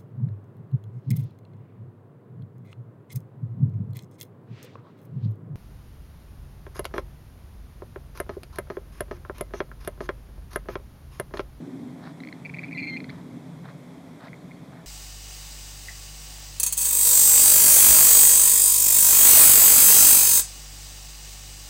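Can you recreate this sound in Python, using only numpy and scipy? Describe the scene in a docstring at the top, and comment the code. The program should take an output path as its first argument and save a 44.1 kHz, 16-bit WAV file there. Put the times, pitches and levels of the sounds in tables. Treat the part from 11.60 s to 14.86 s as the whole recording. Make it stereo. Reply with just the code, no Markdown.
"""Grebes courting on a calm pond.

A bird on the left ticks, speeds into a fluttering trill that merges into a thin squeal,
and ticks again. Its voice is a raspy whistle, shaped by the throat and echoed by the bank.
Soft splashy swishes come about twice a second, two with a sharp slap of water. Behind them
are a distant low rumble, faint open-air hiss and two chirps of a small far bird."""
import sys
import numpy as np
from scipy import signal
from scipy.fft import rfft, irfft
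from scipy.io import wavfile

SR = 44100
rng = np.random.default_rng(int(sys.argv[2]) if len(sys.argv) > 2 else 0)


def to_wav(s):
    """Save 16-bit WAV."""
    ch = np.atleast_2d(s).T  # columns
    pcm = np.round(np.clip(ch, -1, 1) * 32767)  # PCM
    wavfile.write(sys.argv[1], SR, pcm.astype(np.int16))


N = 143766


def amp(db):
    """Decibels to gain."""
    return 10 ** (np.asarray(db) / 20)


def unit_rms(x):
    """Scales to rms 1."""
    return x / np.sqrt(np.mean(x ** 2) + 1e-20)


def curve_at(points, hz):
    """Interpolates (Hz, value) rows on a log-frequency axis."""
    point_hz, value = np.transpose(points)
    return np.interp(np.log(hz + 1), np.log(abs(point_hz) + 1), value)


def add(mix, start_s, sound):
    """Mixes a sound in at start_s."""
    part = mix[:, round(start_s * SR):][:, :sound.shape[1]]
    part += sound[:, :part.shape[1]]


def drift(size, cutoff_hz):
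    """Low-passed random motion, rms about 1."""
    hz = np.fft.rfftfreq(size + 4096, 1 / SR)
    white = rfft(rng.standard_normal(size + 4096))
    return unit_rms(irfft(white * np.exp(-(hz / cutoff_hz) ** 2)))[:size]


# Each row: frequency in Hz, left-right correlation.
CORRELATION = [(60, 0.37), (130, 0.96), (290, 0.82), (640, 0.18), (1410, 0.034), (3100, 0.24), (6820, 0.47),
               (15000, 0.49)]
# Each row: frequency in Hz, left minus right in dB.
BALANCE = [(60, -1.5), (150, 0.5), (380, 1.5), (950, 2.0), (2380, 3), (5980, 0), (15000, -2.5)]


def outdoor_noise(spectrum, weight=lambda hz: 1):
    """Coloured stereo noise of rms 1, nearly mono in the upper bass."""
    hz = np.fft.rfftfreq(N, 1 / SR)
    left, independent = rfft(rng.standard_normal((2, N)))
    correlation = np.clip(curve_at(CORRELATION, hz), -1, 1)
    right = correlation * left + np.sqrt(1 - correlation ** 2) * independent
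    lean_db = curve_at(BALANCE, hz) / 2
    pair = np.array([left * amp(lean_db), right * amp(-lean_db)])
    return unit_rms(irfft(pair * amp(curve_at(spectrum, hz)) * weight(hz), N))


# Each row: frequency in Hz, relative density in dB.
AIR_SPECTRUM = [(240, -23.5), (400, -5.5), (467, -8), (654, -6), (947, -12.5), (1020, -10.5), (1120, -14.5),
                (1310, -17), (1700, -19.5), (2170, -17), (2870, -30.5), (3340, -22), (4550, -30),
                (4980, -30), (10100, -34.5), (14600, -41), (15800, -49)]


def air(level_db=-50, swell_db=0.093):
    """Open-air hiss, almost steady."""
    return outdoor_noise(AIR_SPECTRUM) * amp(level_db + swell_db * drift(N, 13))


# Each row: frequency in Hz, relative density in dB.
RUMBLE_SPECTRUM = [(20, -56), (37, -46), (52, -28), (75, -16.5), (100, -12.5), (123, -4), (150, -1),
                   (170, 2), (209, -11.5), (240, -1.5), (267, 0), (306, -6), (341, -15), (391, -14.5),
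                   (442, -22), (520, -28.5), (680, -33.5), (1140, -100)]
# Each row: time in seconds, low band in dB, upper band in dB.
RUMBLE_SWELLS = [(0, -44.5, -35), (.22, -43, -38), (.5, -44, -44), (0.751, -46, -44), (.9, -42.5, -48),
                 (1.15, -43, -41), (1.42, -41, -38), (1.55, -39.5, -44.5), (1.78, -46.5, -41.5),
                 (1.92, -41.5, -51), (2.2, -46, -48.5), (2.36, -46, -45.5), (2.65, -46, -49.5),
                 (2.98, -43.5, -47), (3.26, -47, -54)]


def rumble(crossover_hz=210):
    """A distant drone in two bands that swell separately."""
    def low_share(hz):
        return 1 / (1 + (hz / crossover_hz) ** 20)

    t = np.arange(N) / SR
    times, low_db, upper_db = np.transpose(RUMBLE_SWELLS)
    low = outdoor_noise(RUMBLE_SPECTRUM, lambda hz: np.sqrt(low_share(hz)))
    upper = outdoor_noise(RUMBLE_SPECTRUM, lambda hz: np.sqrt(1 - low_share(hz)))
    return low * amp(np.interp(t, times, low_db)) + upper * amp(np.interp(t, times, upper_db))


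# Each row: start in seconds, length in seconds, first pitch in Hz, last pitch in Hz.
FAR_GLIDES = [(2.785, 0.056, 4570, 4040), (2.923, 0.048, 4200, 4580)]


def far_bird(level_db=-67):
    """A small distant bird whistles faint, pure glides."""
    out = np.zeros((2, N))
    for start_s, length_s, from_hz, to_hz in FAR_GLIDES:
        progress = np.arange(0, length_s, 1 / SR) / length_s
        glide = np.sin(2 * np.pi * np.cumsum(from_hz + (to_hz - from_hz) * progress) / SR)
        add(out, start_s, amp(level_db) * (np.sin(np.pi * progress) * glide)[None])
    return out


# Each row: peak time in seconds, half-width in seconds, level in dB, spray trim in dB.
SPLASHES = [(.458, 0.053, -46.5, -7), (1.029, 0.064, -55.5, -3), (1.549, 0.063, -51, -7),
            (2.057, 0.021, -45.5, -14), (2.098, 0.021, -46.5, -12), (2.648, 0.042, -43, -9),
            (3.165, 0.06, -51, -19)]
# Splash body and spray. 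Each row: frequency in Hz, relative density in dB.
BODY_SPECTRUM = [(200, -42), (600, 4), (1200, 2), (1800, 1), (2800, -17.5), (3900, -11.5), (6000, -51),
                 (16000, -64)]
SPRAY_SPECTRUM = [(2000, -21), (3300, -8), (4200, 3), (5500, 2.5), (7000, -35), (16000, -35)]
WATER_RIGHT_DB = -1.5


def swishes(graininess=0.33, spray_db=-10):
    """Grainy splashes swell and fade, each with more or less bright spray."""
    t, hz = np.arange(N) / SR, np.fft.rfftfreq(N, 1 / SR)
    grains = rfft(rng.standard_normal((2, N)) * np.exp(graininess * drift(N, 150)))
    body = unit_rms(irfft(grains * amp(curve_at(BODY_SPECTRUM, hz)), N))
    spray = unit_rms(irfft(grains * amp(curve_at(SPRAY_SPECTRUM, hz)), N))
    out = np.zeros((2, N))
    for peak_s, half_width_s, db, trim_db in SPLASHES:
        swell = np.exp(-abs((t - peak_s) / half_width_s) ** 2.6)
        out += amp(db) * swell * (body + amp(spray_db + trim_db) * spray)
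    return out * amp([[0], [WATER_RIGHT_DB]])


def strike(t, rise_s):
    """Envelope that reaches 1 at rise_s and dies quickly."""
    return (t / rise_s * np.exp(1 - t / rise_s)) ** 2


# Each row: start in seconds, level in dB, pitch in Hz.
WATER_SLAPS = [(0.4742, -30, 1220), (2.0885, -31.5, 1250)]


def slaps(rise_s=0.00038):
    """Sharp slaps of water inside the swishes: knocks of a few cycles."""
    out, t = np.zeros((2, N)), np.arange(512) / SR
    for start_s, db, hz in WATER_SLAPS:
        knock = strike(t, rise_s) * np.sin(2 * np.pi * hz * t)
        add(out, start_s, amp([[db], [db + WATER_RIGHT_DB]]) * knock)
    return out


def bank_echo(call, level_db=-16, t60_s=0.32):
    """A faint, diffuse return from the reeds and the bank."""
    t = np.arange(SR // 2) / SR
    tail = rng.standard_normal((2, len(t))) * amp(-60 * t / t60_s)
    tail /= np.linalg.norm(tail[0])
    return amp(level_db) * signal.fftconvolve(call[:1], tail, axes=1)[:, :N]


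# Each row: frequency in Hz, gain in dB.
THROAT_RESPONSE = [(1200, 8.5), (1800, -0.5), (2300, -0.5), (2580, 0.5), (2900, -9.5), (3150, -3),
                   (3450, 5.5), (3900, 3), (4300, 0.5), (4560, 0.5), (4900, 2), (5700, 3), (6400, -1),
                   (8000, -4)]


def throat(source, ring_hz=2420, ring_width_hz=310, ring_db=-9):
    """Two broad resonances with a deep valley between, and a narrow one that rings after each pulse."""
    ring = signal.lfilter(*signal.iirpeak(ring_hz, ring_hz / ring_width_hz, fs=SR), source)
    response = amp(curve_at(THROAT_RESPONSE, np.fft.rfftfreq(N, 1 / SR)))
    return irfft(rfft(source + amp(ring_db) * ring) * response, N)


# Each entry: multiple of the pitch.
PARTIAL_RATIOS = [1, 1.5, 2, 3]
# Each row: dB in the squeal, dB in chirps, dB in ticks, right-side offset in dB.
PARTIAL_GAINS = [(-1, 3, 3.5, -16), (-35, -34, -16.5, -18), (-15.5, -22, -9.5, -8), (-37, -31, -26, -12.5)]
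IN_SQUEAL, IN_CHIRPS, IN_TICKS = range(3)


def voice(hz, envelope, column, overtone_db=0, split_db=0, rasp_db=-24, waver=0.0077):
    """The grebe's raspy whistle; split_db lifts the partial between the first two harmonics."""
    size = len(hz)
    phase = 2 * np.pi * np.cumsum(hz * (1 + waver * drift(size, 400))) / SR
    out = np.zeros((2, size))
    for ratio, (*gains_db, right_db) in zip(PARTIAL_RATIOS, PARTIAL_GAINS):
        rasp = 1 + amp(rasp_db) * (drift(size, 600) + 1j * drift(size, 600))
        db = gains_db[column] + overtone_db * (ratio > 1) + split_db * (ratio % 1 > 0)
        partial = (envelope * rasp * np.exp(1j * ratio * phase)).imag
        out += amp([[0], [right_db]]) * amp(db) * partial
    return out


def edges(t, fade_s=0.0021):
    """Linear fades at both ends."""
    return np.clip(np.minimum(t, t[-1] - t) / fade_s, 0, 1)


# Each row: start in seconds, source level in dB, pitch in Hz, overtone trim in dB.
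GREBE_TICKS = [(0.603, -37, 1980, 2.5), (0.635, -36.5, 2110, 1), (0.649, -41, 2140, 2),
               (0.6725, -33.5, 2140, -1), (0.687, -35, 2200, -4), (0.726, -32, 2065, -0.5),
               (.742, -50, 2210, -3), (1.335, -47, 1850, 5), (1.403, -31.5, 2110, -1.5),
               (1.4422, -33.5, 2090, 3.5), (1.491, -38, 1835, 1), (1.495, -34, 2020, 1.5),
               (1.501, -32.5, 2190, 0), (2.682, -39.5, 2090, -16), (2.7306, -35, 2060, -18),
               (2.7403, -39.5, 2140, -15)]


def ticks(rise_s=0.0014, glide_per_s=10):
    """Dry single pulses of the voice, rising in pitch and rougher than the notes."""
    out, t = np.zeros((2, N)), np.arange(512) / SR
    for start_s, db, hz, overtone_db in GREBE_TICKS:
        pitch_hz = hz * (1 + glide_per_s * (t - rise_s))
        envelope = amp(db) * strike(t, rise_s)
        add(out, start_s, voice(pitch_hz, envelope, IN_TICKS, overtone_db, rasp_db=-13))
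    return out


def flutter(size, rate_hz, jitter=0.14, first_pulse_s=0.0019, width_cycles=0.18, floor=0.035):
    """Complex envelope of pulses and weaker after-pulses; shifts every partial up by the pulse rate."""
    cycles = np.cumsum(rate_hz * (1 + jitter * drift(size, 114))) / SR - first_pulse_s * rate_hz
    pulses = np.exp(-(((cycles + 0.5) % 1 - 0.5) / width_cycles) ** 2)
    after_pulses = 0.33 * np.exp(-((cycles % 1 - 0.5) / width_cycles) ** 2)
    return (floor + pulses + after_pulses) * np.exp(2j * np.pi * cycles)


# Each row: start in seconds, length in seconds, source level in dB, base pitch in Hz,
# pulse rate in Hz, fraction by which the base pitch starts flat.
TRILL_CHIRPS = [(0.8487, 0.021, -26.5, 2165, 178, 0.0058), (0.893, 0.01, -26.5, 2145, 210, 0.12),
                (0.938, .015, -26.5, 2164, 173, 0.16), (0.964, 0.014, -31, 1920, 150, -0.09),
                (.9848, .014, -23, 2210, 160, 0.08), (1.013, .014, -35, 1890, 155, -.05),
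                (1.0313, 0.022, -26, 2207, 148, 0.23), (1.062, .014, -38, 2040, 136, 0.024),
                (1.079, 0.016, -36.5, 2200, 210, 0), (1.1098, 0.0073, -26.5, 2130, 200, .1),
                (1.1195, 0.021, -27, 2245, 123, 0.14), (1.172, 0.04, -24, 2200, 175, .02),
                (1.2183, 0.041, -26.5, 2173, 141, 0.095), (1.266, .034, -28, 2190, 170, 0.043),
                (1.363, 0.018, -25, 2240, 164, .15), (2.909, 0.014, -37, 2020, 170, 0.054)]


def trill(swell_s=0.0072, swell_db_per_s=900, fade_db=8.5, scoop_s=0.00393, swing=0.015):
    """Fluttering chirps that swell, slide onto an unsteady pitch and fade."""
    out = np.zeros((2, N))
    for start_s, length_s, db, base_hz, rate_hz, scoop in TRILL_CHIRPS:
        t = np.arange(0, length_s, 1 / SR)
        dip_db = np.maximum(swell_s - t, 0) * swell_db_per_s + fade_db * (t / length_s) ** 3
        envelope = amp(db - dip_db) * edges(t) * flutter(len(t), rate_hz)
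        hz = base_hz * (1 - scoop * np.exp(-t / scoop_s))
        hz *= 1 + swing * drift(len(t), 370)
        add(out, start_s, voice(hz, envelope, IN_CHIRPS))
    return out


# Each row: time in seconds, pitch in Hz, source level in dB, overtone trim in dB.
SQUEAL_CONTOUR = [(1.147, 2170, -33, -2), (1.152, 2104, -33, 2.5), (1.166, 2001, -34, -4),
                  (1.181, 2135, -39, 5), (1.193, 2157, -42, -4), (1.203, 2160, -30, 6.5),
                  (1.217, 2023, -37, -6), (1.229, 2137, -34, 7), (1.238, 2160, -34, 8.5),
                  (1.265, 2060, -34.5, -2), (1.276, 2153, -29.5, 4.5), (1.304, 2168, -27, 3),
                  (1.313, 2072, -33.5, 5), (1.327, 2103, -28.5, -2), (1.344, 2093, -28.5, 2),
                  (1.363, 2053, -33, -3), (1.369, 2140, -29.5, 7), (1.375, 2130, -46, 0)]


def squeal(ripple_db=1.4, split_at_s=1.335, split_half_width_s=0.023, split_peak_db=17):
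    """One thin, drawn-out note under the end of the trill; late in it the voice splits."""
    out = np.zeros((2, N))
    times, *columns = np.transpose(sorted(SQUEAL_CONTOUR))
    start_s = times[0]
    t = np.arange(0, times[-1] - start_s, 1 / SR)
    hz, db, overtone_db = (np.interp(t + start_s, times, column) for column in columns)
    split_db = split_peak_db * np.exp(-((t + start_s - split_at_s) / split_half_width_s) ** 2)
    envelope = edges(t) * amp(db + ripple_db * drift(len(t), 250))
    add(out, start_s, voice(hz, envelope, IN_SQUEAL, overtone_db, split_db))
    return out


def scene():
    """The grebe, its echo and the pond around it."""
    call = throat(ticks() + trill() + squeal())
    return call + bank_echo(call) + swishes() + slaps() + far_bird() + rumble() + air()


def record(dry):
    """Soft ends and a 15.7 kHz band limit."""
    ends = np.sin(np.pi / 2 * edges(np.arange(N) / SR, fade_s=0.004)) ** 2
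    lowpass = signal.firwin(511, 15700, window=("kaiser", 9), fs=SR)
    return signal.oaconvolve(dry * ends, lowpass[None], "same")


dry = scene()
out = record(dry)
to_wav(out)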